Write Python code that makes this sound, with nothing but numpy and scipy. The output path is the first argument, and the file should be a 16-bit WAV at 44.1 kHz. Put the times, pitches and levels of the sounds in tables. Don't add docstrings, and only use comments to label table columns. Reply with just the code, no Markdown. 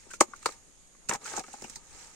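import sys
import numpy as np
from scipy import signal
from scipy.fft import rfft, irfft, next_fast_len
from scipy.io import wavfile
from scipy.ndimage import uniform_filter1d

SR = 44100
rng = np.random.default_rng(int(sys.argv[2]) if len(sys.argv) > 2 else 0)


def output_pcm(signal):
    pcm = np.clip(np.atleast_2d(signal).T, -1, 1) * 32767
    wavfile.write(sys.argv[1], SR, np.round(pcm).astype(np.int16))


N = 94815

# multiple of the piece's pitch, level in dB, t60 in seconds.
SHELL_MODES = [(.73, -7, 0.026), (1.01, 3.5, 0.022), (1.21, -5.5, 0.016), (1.45, -9, 0.02),
               (1.8, -4.5, 0.016), (2.15, -15, 0.025), (2.6, -14, 0.011), (3.7, -24.5, 0.01)]
# frequency in Hz, level in dB, t60 in seconds.
BLOCK_MODES = [(74, -19, .05), (169, -15, 0.009), (248.2, -1.5, .045), (398.7, 2.5, 0.037),
               (487.3, 0, 0.045), (549, 0.5, 0.037)]
# frequency in Hz, relative level in dB.
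FIBRE_SPECTRUM = [(880, -35.5), (1500, -8.5), (2150, -9), (3500, -15.5), (4010, -10.5), (4390, -12.5),
                  (6110, -5), (7100, -4), (8500, -7.5), (9890, -19), (10700, -28.5), (15500, -30.5),
                  (16500, -44)]
SHELL_BLOOM_CYCLES, BLOCK_BLOOM_CYCLES = 1, 1.2


def knocks():
    # start in seconds, shell peak in dB, shell pitch in Hz, thud relative to shell in dB,
    # pitch of the struck spot in Hz, ring length factor, shell overtone slope in dB per octave.
    blows = [(.067,-60,970,11,333,0.61,-3),(.104,-44,1430,-10,406,0.52,-1),(0.112,-38.5,1513,-28,369,1.3,-6),(0.137,-33.5,1370,-11,448,0.77,-1.5),
             (0.204,-32.5,1120,-10,560,0.39,-13),(0.2093,-6.5,1174,-5.5,565,0.49,-0.5),(0.2125,-10,828,-2.5,395,0.48,-17),
             (0.282,-58.5,1122,11,275,0.8,-5.5),(.3352,-34,1153,-17.5,600,0.84,-12),(0.3362,-36,1436,-22,596,0.74,-18.5),(0.428,-42,1260,-22,403,0.71,3),(0.4584,-15,1287,-20.5,473,0.44,-2),(.4608,-17,989,-13,520,0.57,2),(0.4629,-23.5,730,-2.5,515,0.3,-12),
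             (.489,-31.5,1196,-4,448.4,0.66,-1),(0.949,-51.5,1137,-11,512,0.83,2.5),(1.0932,-21.5,1410,-12,257,0.57,5),(1.0989,-35.5,1330,8,240,0.21,-5),
             (1.1121,-17,1006,-17,310,0.56,7.5),(1.1202,-35,776,-15,303,0.56,-3),(1.1268,-23,870,-14.5,345,0.6,3.5),(1.1424,-27.5,1026,-30,301,0.89,1),(1.147,-29,809,-22,490,1.7,-4),
             (1.155,-29.5,893,-12.5,200,0.39,7),(1.257,-32,1406,-41,500,0.77,-3),(1.277,-32,870,-22,493,1.1,12),
             (1.316,-34,890,-35,496,1.9,6.5),(1.336,-28.5,835,-12,410,0.7,7),
             (1.376,-23.5,817,-8.5,384,0.83,-2.5),(1.386,-29.5,803,-8,225,0.52,-5),(1.401,-36.5,762,-20,396,2,-17),(1.439,-39,1244,-12.5,390,1.6,0.5),
             (1.481,-38.5,782,-11,229,1,7.5),(1.539,-34,814,-15,213,1.06,-8),(1.623,-40.5,830,3.5,313,0.48,-8),
             (1.645,-33,820,-4.5,284,0.44,2.5),(1.698,-52,1810,-1,202,0.35,-3),(1.764,-45.5,880,-6,75,0.82,-18)]
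    out = np.zeros(N)
    for start_s, db, hz, thud_db, spot_hz, stretch, octave_db in blows:
        shell = ring(SHELL_MODES, SHELL_BLOOM_CYCLES, stretch, pitch=hz, focus_hz=hz, octave_db=octave_db)
        thud = ring(BLOCK_MODES, BLOCK_BLOOM_CYCLES, stretch, focus_hz=spot_hz, octave_db=-15)
        add(out, start_s, amp(db) * (shell + amp(thud_db) * thud))
    return out


def cracks():
    # start in seconds, level in dB before trim, rise in seconds, t60 in seconds,
    # relative bite level in dB, bite pitch in Hz.
    splits = [(0.107,-36,0.00062,0.068,-26,2800),(0.133,-33.5,0.0029,0.086,-10,2400),(0.2027,-21,0.0011,0.022,-21,2800),(0.205,-8.5,0.0023,0.052,-20.5,2200),
              (0.3595,-39.5,0.0028,0.04,-14,7000),(0.426,-39,0.0014,0.038,-12,3940),(0.4566,-17,0.0024,0.037,-4.5,4340),
              (0.5205,-36,0.003,0.025,-13,7050),(1.085,-23.5,0.0045,0.034,-16,2600),(1.0897,-18,0.0048,0.037,-7.5,2200),
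              (1.1224,-33,0.0024,0.029,-4,2500),(1.1347,-21.5,0.0013,0.047,-18,1980),(1.1474,-41,0.0033,0.081,-6,2200),(1.26,-32.5,0.0029,0.09,-4,1360),
              (1.331,-40,0.00091,.025,0,4400),(1.3647,-25,0.00081,0.057,-7.5,6800),(1.379,-33,0.0026,0.052,-20,4430),(1.3934,-28.5,0.0019,0.021,-18,4500),(1.436,-40,0.0011,0.033,-18,2800),
              (1.527,-36.5,0.0042,0.07,-18,2740),(1.619,-32,.002,0.036,-29,2830),(1.6373,-34.5,0.0058,0.055,-1.5,2650),
              (1.6965,-32.5,0.00093,0.047,-25,2280),(1.7557,-31,0.0022,0.063,-6.5,4400)]
    trim_db, tilt_db_per_octave, bite_bandwidth_ratio = -6.5, 2.5, 0.3
    t, out = np.arange(5000) / SR, np.zeros((2, N))
    white = rng.standard_normal((3, N))
    noise = patchy(white[:2] + 0.28 * white[2])
    wide = evened(colour(noise, lambda hz: amp(
        read(FIBRE_SPECTRUM, hz) + tilt_db_per_octave * np.log2(hz + 1))))
    for start_s, db, rise_s, t60_s, bite_db, bite_hz in splits:
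        span = slice(round(start_s * SR), round(start_s * SR) + len(t))
        attack = np.minimum(t / rise_s, 1) ** 2
        decay = amp(db + trim_db - 60 * np.maximum(t - rise_s, 0) / t60_s)
        resonator = signal.iirpeak(bite_hz, 1 / bite_bandwidth_ratio, SR)
        bite = evened(signal.lfilter(*resonator, signal.lfilter(*resonator, noise[:, span])))
        add(out, start_s, attack * decay * (wide[:, span] + amp(bite_db) * bite))
    return out


def high_ring():
    # frequency in Hz, level in dB, t60 in seconds.
    high_ring_modes = [(5720, -22, 0.023), (6940, 4, .03), (7300, -1.5, 0.024), (8650, -0.5, 0.011),
                       (9180, -4.5, 0.018)]
    out = np.zeros(N)
    add(out, start_s=0.2068, sound=amp(-13) * ring(high_ring_modes, bloom_cycles=2))
    return out


def grating():
    # time in seconds, hiss level in dB, rumble level in dB.
    levels = [(0, -58, -80), (.09, -60, -61), (.12, -50, -75), (.17, -55.5, -83), (.2, -89, -86),
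              (.3, -63, -62), (.42, -57.5, -72.5), (.48, -43.5, -52), (.56, -58, -62), (.6, -69, -71.5),
              (1.07, -70.5, -96.5), (1.1, -42.5, -38.5), (1.16, -41.5, -43.5), (1.185, -76, -75),
              (1.22, -52.5, -53), (1.26, -41.5, -54), (1.35, -42, -43.5), (1.4, -40.5, -42),
              (1.425, -58, -62), (1.5, -52.5, -61.5), (1.66, -53, -59), (1.74, -52, -63.5),
              (1.8, -62, -65.5), (1.89, -57.5, -65), (1.94, -52.5, -58.5), (2.03, -50, -60.5),
              (2.09, -54, -61.5), (2.15, -57, -66.5)]
    slips_per_s = 1800
    slips = rng.choice([-1., 1.], (3, N)) * (rng.random((3, N)) < slips_per_s / SR)
    hiss = evened(colour(patchy(slips[:2]), lambda hz: amp(read(FIBRE_SPECTRUM, hz) - 60 * (hz < 1200))))
    low, high = (ring(SHELL_MODES, SHELL_BLOOM_CYCLES, stretch=0.45, pitch=hz) for hz in (880, 1200))
    block = ring(BLOCK_MODES, BLOCK_BLOOM_CYCLES, stretch=0.23)
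    body = low + amp(1) * high + amp(0.5) * block
    rumble = evened(signal.oaconvolve(slips[2], body)[:N])
    return amp(curve(levels, column=1)) * hiss, amp(curve(levels, column=2)) * rumble


def scatter(x, t60_s):
    echo_db, gap_s, tap_chance = -12.5, 0.002, 0.06
    t = np.arange(8000) / SR
    taps = rng.choice([-1., 1.], (2, len(t))) * (rng.random((2, len(t))) < tap_chance)
    taps *= (t > gap_s) * amp(-60 * t / t60_s)
    taps /= np.linalg.norm(taps, axis=1, keepdims=True)
    return amp(echo_db) * signal.oaconvolve(x * np.ones((2, 1)), taps, axes=1)[:, :N]


def background_hiss():
    # frequency in Hz, relative level in dB.
    hiss_spectrum = [(20, 7), (60, -24.5), (170, -8), (450, -12), (750, -17), (1900, -20.5), (5800, -22),
                     (6700, -5), (7400, -18.5), (8700, -14.5), (10000, -32), (11300, -19), (12000, -58),
                     (16500, -60.5)]
    # frequency in Hz, left-right correlation.
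    correlation = [(60, .3), (900, .35), (2500, .05)]
    level_db, patch_db = -58, 1.3
    frames, hz = N // 256 + 5, np.fft.rfftfreq(1024, 1 / SR)
    left_re, left_im, own_re, own_im, patches = rng.standard_normal((frames, 513, 5)).T
    patches = evened(uniform_filter1d(uniform_filter1d(patches, 12, axis=0), 10, axis=1))
    shared = read(correlation, hz)[:, None]
    left = left_re + 1j * left_im
    right = shared * left + np.sqrt(1 - shared ** 2) * (own_re + 1j * own_im)
    spectra = np.array([left, right]) * amp(read(hiss_spectrum, hz)[:, None] + patch_db * patches)
    return amp(level_db) * evened(signal.istft(spectra, nperseg=1024, noverlap=768)[1][:, :N])


def wind():
    # time in seconds, level in dB.
    levels = [(0, -63), (.3, -67.5), (.58, -66), (.72, -67.5), (.9, -79.5), (1.07, -71.5), (1.38, -71),
              (1.74, -63), (1.765, -50.5), (1.8, -70), (1.93, -58), (2.15, -67)]
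    gusts = evened(colour(rng.standard_normal((2, N)), lambda hz: hz / (hz + 15) / (1 + (hz / 60) ** 2)))
    return amp(curve(levels, column=1)) * gusts


def ring(modes, bloom_cycles, stretch=1, pitch=1, focus_hz=None, octave_db=0):
    grip_exponent = 1.43
    t, out = np.arange(5000) / SR, 0
    for base, db, t60_s in modes:
        hz = base * pitch
        slope_db = octave_db * abs(np.log2(hz / focus_hz)) if focus_hz else 0
        decay_db = 60 * (t / (t60_s * stretch)) ** grip_exponent
        swell = 1 - np.exp(-t * hz / bloom_cycles)
        out = out + swell * amp(db + slope_db - decay_db) * np.sin(2 * np.pi * hz * t)
    return out / abs(out).max()


def patchy(x, depth_db=2.5):
    spectra = signal.stft(x, nperseg=256, noverlap=192)[2]
    patches = rng.standard_normal(spectra.shape[:0:-1]).T
    patches = evened(uniform_filter1d(uniform_filter1d(patches, 4, axis=0), 5, axis=1))
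    return signal.istft(spectra * amp(depth_db * patches), nperseg=256, noverlap=192)[1][:, :N]


def amp(db):
    return 10 ** (np.asarray(db) / 20)


def evened(x):
    return x / np.sqrt(np.mean(x ** 2) + 1e-20)


def read(points, hz):
    points_hz, values = np.transpose(points)
    return np.interp(np.log(hz + 1), np.log(points_hz + 1), values)


def curve(table, column):
    rows = np.array(table)
    return np.interp(np.arange(N) / SR, rows[:, 0], rows[:, column])


def add(mix, start_s, sound):
    part = mix[..., round(start_s * SR):][..., :sound.shape[-1]]
    part += sound[..., :part.shape[-1]]


def colour(x, gain):
    size = next_fast_len(N + 4096)
    return irfft(rfft(x, size) * gain(np.fft.rfftfreq(size, 1 / SR)), size)[..., :N]


def scene():
    fibre_hiss, rumble = grating()
    dull = knocks() + rumble
    bright = cracks() + high_ring()
    echoes = scatter(dull, t60_s=0.077) + scatter(bright, t60_s=0.082)
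    return dull + bright + fibre_hiss + echoes + background_hiss() + wind()


def record(dry):
    # frequency in Hz, left minus right level in dB.
    balance = [(60, 6.5), (600, 5), (1500, 6), (2500, -1.5), (6000, -4.5), (7000, -12), (8000, 1.5),
               (9000, 7), (11000, 0)]
    # frequency in Hz, phase lead of the left port in radians.
    left_lead = [(350, -0.53), (500, -1.4), (700, 1), (1200, 0.72), (3000, 0.93)]
    side, cutoff_hz = np.array([[-1.], [1.]]), 16500

    def port_response(hz):
        gain = np.sqrt(2 / (1 + amp(2 * side * read(balance, hz))))
        return gain * np.exp(-0.5j * side * read(left_lead, hz))

    lowpass = signal.firwin(511, cutoff_hz, window=("kaiser", 9), fs=SR)
    return signal.oaconvolve(colour(dry, port_response), lowpass[None], "same")


dry = scene()
out = record(dry)
output_pcm(out)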